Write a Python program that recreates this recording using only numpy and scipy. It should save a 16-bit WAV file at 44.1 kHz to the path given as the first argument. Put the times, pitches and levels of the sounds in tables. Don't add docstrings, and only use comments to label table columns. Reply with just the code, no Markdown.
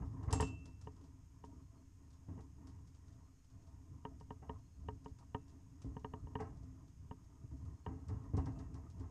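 import sys
import numpy as np
from scipy import signal
from scipy.fft import rfft, irfft, next_fast_len
from scipy.io import wavfile
from scipy.ndimage import uniform_filter1d

SR = 44100
rng = np.random.default_rng(int(sys.argv[2]) if len(sys.argv) > 2 else 0)


def waveform_to_disk(signal):
    frames = np.transpose(np.atleast_2d(signal))
    scaled = np.clip(frames, -1, 1) * 32767
    samples = np.round(scaled).astype(np.int16)
    wavfile.write(sys.argv[1], SR, samples)


N = 401310
TIME_S = np.arange(N) / SR

# t/s, level/dB
HAND_EFFORT = [(0, -40), (.17, -45.5), (.42, -38), (.62, -51), (1.33, -58.5), (1.58, -53.5), (1.8, -59.5),
               (2.65, -54.5), (3.15, -58), (3.4, -64.5), (4.3, -52.5), (4.7, -58), (5.7, -56.5),
               (6.5, -49.5), (6.9, -57), (7.8, -57.5), (8.48, -43.5), (9.1, -54.5)]
# peak t/s, length/s, sway/dB, rub/dB
HAND_PUSHES = [(0.861, 0.11, -50.5, -80), (2.77, 0.21, -53, -78), (3.154, 0.33, -57.5, -77),
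               (3.554, 0.085, -52.5, -88), (3.737, 0.24, -53.5, -78), (3.932, 0.1, -48, -77),
               (4.122, .12, -56, -73.5), (4.532, 0.17, -49, -66.5), (4.877, 0.28, -47, -78),
               (5.113, 0.08, -50, -91), (5.223, 0.062, -62, -67.5), (5.394, 0.091, -57, -80),
               (6.241, 0.041, -40, -85), (6.64, 0.22, -50.5, -74.5), (7.045, 0.22, -51.5, -82),
               (7.44, 0.065, -47, -93), (7.531, 0.072, -42, -76), (7.665, 0.23, -44.5, -74.5),
               (8.127, 0.14, -39, -72), (8.992, 0.15, -45.5, -75)]
# t/s, rattle/dB, thump/dB, t60/s
MESH_JOLTS = [(0.015, -54.5, -44, 0.18), (.163, -60.5, -66, 0.14), (.224, -56, -58, 0.24),
              (.276, -50.5, -39.5, 0.52), (0.329, -44.5, -34, 0.18), (0.406, -33, -31.5, 0.046),
              (2.285, -67, -43.5, 0.46), (2.384, -57, -43, 0.083), (4.42, -55.5, -52, 0.15),
              (5.846, -68, -41.5, 0.54), (6.392, -44, -41, 0.28), (7.873, -61, -43.5, 0.74),
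              (8.086, -56, -46.5, 0.37), (8.336, -56.5, -33, 0.33), (8.372, -46, -35, 0.17),
              (8.460, -54, -39.5, 0.24), (8.593, -58.5, -63, 0.17), (8.743, -59, -47, 0.29),
              (8.997, -64.5, -45.5, 0.78)]
# f/Hz, level/dB
SWAY_SPECTRUM = [(20, -41), (35, -24), (52, -3), (70, 1.5), (85, 2), (110, -3), (140, -8.5), (170, -11.5),
                 (210, -21), (300, -37.5)]
# f/Hz, level/dB, t60/s
SHUDDER_MODES = [(159, -5.5, 0.057), (265.6, -1, 0.16), (316.5, -3.5, 0.053), (421, -9.5, 0.049)]
# f/Hz, level/dB, t60/s
RATTLE_MODES = [(434.4, -3, 0.098), (620, -11, 0.058), (688, -8.5, 0.058), (780, -2.5, 0.048),
                (902, -3.5, 0.038), (1020, -2.5, 0.036), (1096, -3.5, 0.042), (1295, -10, 0.052),
                (1587, -10, 0.025), (1963, -6.5, 0.0093), (2840, -21, 0.027)]
# f/Hz, level/dB, t60/s
LINK_MODES = [(435, -10.5, 0.12), (665, -3, 0.081), (818, -9.5, 0.041), (938, 0.5, 0.045), (1042, 1, 0.043),
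              (1228, -3, 0.028), (1870, -9, 0.021)]
# f/Hz, level/dB
YARD_SPECTRUM = [(20, 22), (60, 19), (160, 4.5), (400, -9), (700, -12.5), (1300, -8.5), (1900, -11),
                 (2900, -13), (3700, -17), (4500, -18), (5100, -9), (5950, -11), (6550, -2.5), (7100, -11),
                 (9000, -15.5), (10500, -24), (13000, -18.5), (14500, -54)]
# t/s, level/dB
WIRE_TICKS = [(.2298, -64), (0.3076, -50.5), (0.327, -38), (0.4054, -40.5), (.4714, -61), (.6559, -59.5),
              (0.813, -60.5), (1.04, -67.5), (1.447, -65), (2.1045, -69), (2.4067, -67), (2.6713, -59),
              (2.8737, -67), (3.082, -69), (4.2, -67), (5.045, -65.5), (5.187, -63.5), (5.4795, -67.5),
              (5.8183, -58), (6.4022, -57.5), (8.084, -60), (8.368, -56), (8.458, -60), (8.588, -60.5),
              (8.741, -61), (8.8996, -64.5), (8.9962, -65.5)]
# f/Hz, level/dB
TICK_SPECTRUM = [(1200, 9), (2000, -1.5), (3000, 1.5), (4200, 2.5), (5300, 8), (7800, 1.5), (10300, -10),
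                 (11300, -18), (12300, -65)]
# t/s, low modes/dB, high modes/dB
BAR_STRIKES = [(0.328, -57, -47.5), (0.407, -61, -52.5), (.428, -52, -90), (5.349, -83, -91),
               (8.420, -81, -88), (8.558, -80, -85)]
# f/Hz, level/dB, t60/s
STEEL_MODES = [(2676.6, 0, .7), (2692, -13, .6), (2795, -14, .4), (2922, -18, .4), (2962, -18, .4),
               (3038, -16, .4), (3112, -24, .6), (6448, -11, .3), (6605, -9, .3), (7170, -9, .2),
               (7485, -10, .25), (7546, 0, .25), (7650, -6, .2), (7700, -11, .2), (8317, -13, .25)]
# f/Hz, level/dB
CRACK_SPECTRUM = [(3000, -35), (6000, -31), (7600, 4), (9800, 0), (11000, -10), (11800, -37), (12600, -40)]
# t/s, level/dB, extra bass/dB
CLAMP_KNOCKS = [(0.33, -28, -12), (.4000, -26.5, -3), (.4250, -29, 3.5), (0.8715, -39, -3),
                (1.439, -43, -1), (2.2855, -57, 19), (2.378, -51.5, 13), (4.051, -33.5, -1.5),
                (4.209, -46, 0), (4.3058, -37, 0.5), (4.4946, -34, 1), (4.8857, -33.5, -3),
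                (5.059, -39.5, 1), (5.3462, -29.5, 0.5), (5.9665, -39, 3.5), (6.0454, -32.5, -3),
                (6.1364, -36.5, 1), (6.27, -46.5, 0), (6.354, -30.5, -1), (6.388, -45.5, 1),
                (7.111, -39, 3), (7.8629, -33.5, -5)]
# f/Hz, level/dB, t60/s
CLAMP_MODES = [(91.5, -5, 0.039), (183, -2, 0.019), (270.9, -15, 0.17), (428, -13, .115), (575, -21, .05),
               (735, -18, .04), (936, -9.5, .068), (1055, -15, 0.037), (1222, -21.5, 0.051),
               (1590, -29.5, 0.041), (1825, -24, 0.039), (2333, -36.5, 0.033), (2864, -23.5, 0.022),
               (3115, -30.5, 0.031), (3390, -39.5, 0.02)]
WHISTLE_PEAKS_S = [1.8, 3.42, 4.75, 6.1, 7.8]


def from_db(db):
    return 10 ** (np.asarray(db) / 20)


def unit_rms(x):
    return x / np.sqrt(np.mean(x ** 2) + 1e-20)


def add(track, t_s, sound):
    start = max(round(t_s * SR), 0)
    track[start:start + len(sound)] += sound[:max(N - start, 0)]


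def decay(t60_s):
    return from_db(-60 * TIME_S[:SR] / t60_s)


def swell(length_s):
    return np.sin(np.linspace(0, np.pi, int(length_s * SR)))


def drift(points):
    return unit_rms(np.interp(TIME_S, np.linspace(0, TIME_S[-1], points), rng.standard_normal(points)))


def contacts(per_s, spread_db):
    touches = (rng.random(N) < per_s / SR) * rng.choice([-1, 1], N)
    return unit_rms(touches * from_db(spread_db * rng.standard_normal(N)))


def lowpass(x, edge_hz):
    return signal.sosfilt(signal.butter(2, edge_hz, fs=SR, output="sos"), x)


def coloured(noise, spectrum):
    hz, db = np.transpose(spectrum)
    size = next_fast_len(N)
    bins_hz = np.maximum(np.fft.rfftfreq(size, 1 / SR), 1)
    gain = from_db(np.interp(np.log(bins_hz), np.log(hz), db))
    return unit_rms(irfft(rfft(noise, size) * gain, size)[:N])


def ring(force, hz, t60_s):
    radius, angle = from_db(-60 / (t60_s * SR)), 2 * np.pi * hz / SR
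    return signal.lfilter([0, np.sin(angle)], [1, -2 * radius * np.cos(angle), radius ** 2], force + 1e-18)


def body(force, modes):
    return sum((-1) ** k * from_db(db) * ring(force, hz, t60_s) for k, (hz, db, t60_s) in enumerate(modes))


def shaken(force, modes):
    return body(force, modes) / np.linalg.norm(body(signal.unit_impulse(SR), modes))


def hand(waver_db=3, wavers_per_s=12):
    effort = from_db(np.interp(TIME_S, *np.transpose(HAND_EFFORT)))
    push, scrape = np.zeros(N), np.zeros(N)
    for peak_s, length_s, sway_db, rub_db in HAND_PUSHES:
        add(push, peak_s - length_s / 2, from_db(sway_db) * swell(length_s))
        add(scrape, peak_s - length_s / 2, from_db(rub_db) * swell(length_s))
    grip = effort * from_db(waver_db * drift(points=int(wavers_per_s * TIME_S[-1])))
    sway = np.hypot(effort, push)
    shudder = np.hypot(from_db(-17) * grip, from_db(-21.5) * push)
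    rub = np.hypot(from_db(-24) * grip, scrape)
    return sway, shudder, rub


def mesh_rumble(envelope, steady_s=0.059, bass_edge_hz=42):
    noise = coloured(rng.standard_normal(N), SWAY_SPECTRUM)
    local_rms = np.sqrt(uniform_filter1d(noise ** 2, int(steady_s * SR)) + 1e-4)
    highpass = signal.butter(4, bass_edge_hz, "high", fs=SR, output="sos")
    return lowpass(signal.sosfilt(highpass, envelope * noise / local_rms), edge_hz=480)


def frame_shudder(envelope):
    force = envelope * contacts(per_s=1700, spread_db=1.5)
    return lowpass(shaken(force, SHUDDER_MODES), edge_hz=1000)


def link_rub(envelope, wander_db=3):
    out = np.zeros(N)
    for hz, db, t60_s in LINK_MODES:
        slips = contacts(per_s=500, spread_db=3) * from_db(wander_db * drift(points=120))
        out += from_db(db) * ring(slips, hz, t60_s)
    return envelope * unit_rms(lowpass(out, edge_hz=4300))


def yard_hiss(level_db=-69):
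    return from_db(level_db) * coloured(rng.standard_normal(N), YARD_SPECTRUM)


def mesh_rattle(rise_s=0.0034):
    envelope = np.zeros(N)
    onset = 1 - np.exp(-TIME_S[:SR] / rise_s)
    for t_s, rattle_db, _, t60_s in MESH_JOLTS:
        add(envelope, t_s, from_db(rattle_db) * onset * decay(t60_s))
    for t_s, knock_db, _ in CLAMP_KNOCKS:
        add(envelope, t_s, from_db(knock_db - 25) * decay(t60_s=0.11))
    force = envelope * contacts(per_s=2500, spread_db=2)
    return lowpass(shaken(force, RATTLE_MODES), edge_hz=5500)


def fence():
    sway, shudder, rub = hand()
    thump = np.zeros(N)
    for t_s, _, thump_db, t60_s in MESH_JOLTS:
        add(thump, t_s, from_db(thump_db) * decay(t60_s))
    rumble = mesh_rumble(np.hypot(from_db(-2.5) * sway, thump))
    frame = frame_shudder(np.hypot(from_db(4.5) * shudder, from_db(-8.5) * thump))
    return rumble + frame + mesh_rattle() + link_rub(rub)


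def settling_ticks(per_s=4, level_db=-73, spread_db=3):
    draws = rng.random((int(per_s * TIME_S[-1]), 2))
    return [(when * TIME_S[-1], level_db + spread_db * (2 * size - 1)) for when, size in draws]


def wire_ticks(ring_db=-21.5, ring_t60_s=0.07, mode_count=32):
    snap = from_db(-10) * decay(t60_s=0.054)
    tail = from_db(-11) * decay(t60_s=0.22)
    envelope = np.zeros(N)
    for t_s, level_db in WIRE_TICKS + settling_ticks():
        add(envelope, t_s, from_db(level_db) * (snap + tail))
    sizzle = envelope * coloured(contacts(per_s=6000, spread_db=3), TICK_SPECTRUM)
    modes_hz = np.linspace(2800, 10500, mode_count) + rng.normal(0, 50, mode_count)
    return sizzle + from_db(ring_db) * shaken(sizzle, [(hz, 0, ring_t60_s) for hz in modes_hz])


def bar_clash(split_hz=4000):
    ringing, crack = np.zeros(N), np.zeros(N)
    for t_s, low_db, high_db in BAR_STRIKES:
        add(crack, t_s, from_db(high_db + 2.5) * decay(t60_s=0.08))
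        for hz, db, t60_s in STEEL_MODES:
            strike_db = low_db if hz < split_hz else high_db
            tone = np.sin(2 * np.pi * hz * TIME_S[:SR])
            add(ringing, t_s, from_db(strike_db + db) * decay(t60_s) * tone)
    return ringing + crack * coloured(contacts(per_s=6000, spread_db=4), CRACK_SPECTRUM)


def clamp_knocks(trim_db=0.88, hard_db=-37, treble_db_per_db=0.46):
    out, click = np.zeros(N), signal.unit_impulse(SR // 3)
    hz, db, t60_s = np.transpose(CLAMP_MODES)
    peak = np.abs(body(click, CLAMP_MODES)).max()
    treble = np.clip(np.log2(hz / 900), 0, 1)
    bass = np.clip(np.log2(400 / hz), 0, 1)
    for t_s, level_db, bass_db in CLAMP_KNOCKS:
        treble_db = treble_db_per_db * (level_db - hard_db)
        modes_db = db + rng.standard_normal(len(hz)) + treble_db * treble + bass_db * bass
        add(out, t_s, from_db(level_db + trim_db) * body(click, zip(hz, modes_db, t60_s)) / peak)
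    return out


def far_whistle(top_hz=4300, arch_hz=201, length_s=0.75, level_db=-96.5, flutter_db=4):
    out, arch = np.zeros(N), swell(length_s)
    phase = 2 * np.pi * np.cumsum(top_hz - arch_hz * (1 - arch)) / SR
    for peak_s in WHISTLE_PEAKS_S:
        add(out, peak_s - length_s / 2, arch * np.sin(phase))
    return out * from_db(level_db + flutter_db * drift(points=500))


def scene():
    return (clamp_knocks() + fence() + wire_ticks() + bar_clash() + far_whistle() + yard_hiss())[None]


def record(dry):
    return signal.sosfilt(signal.cheby2(14, 60, 14000, fs=SR, output="sos"), dry)


dry = scene()
out = record(dry)
waveform_to_disk(out)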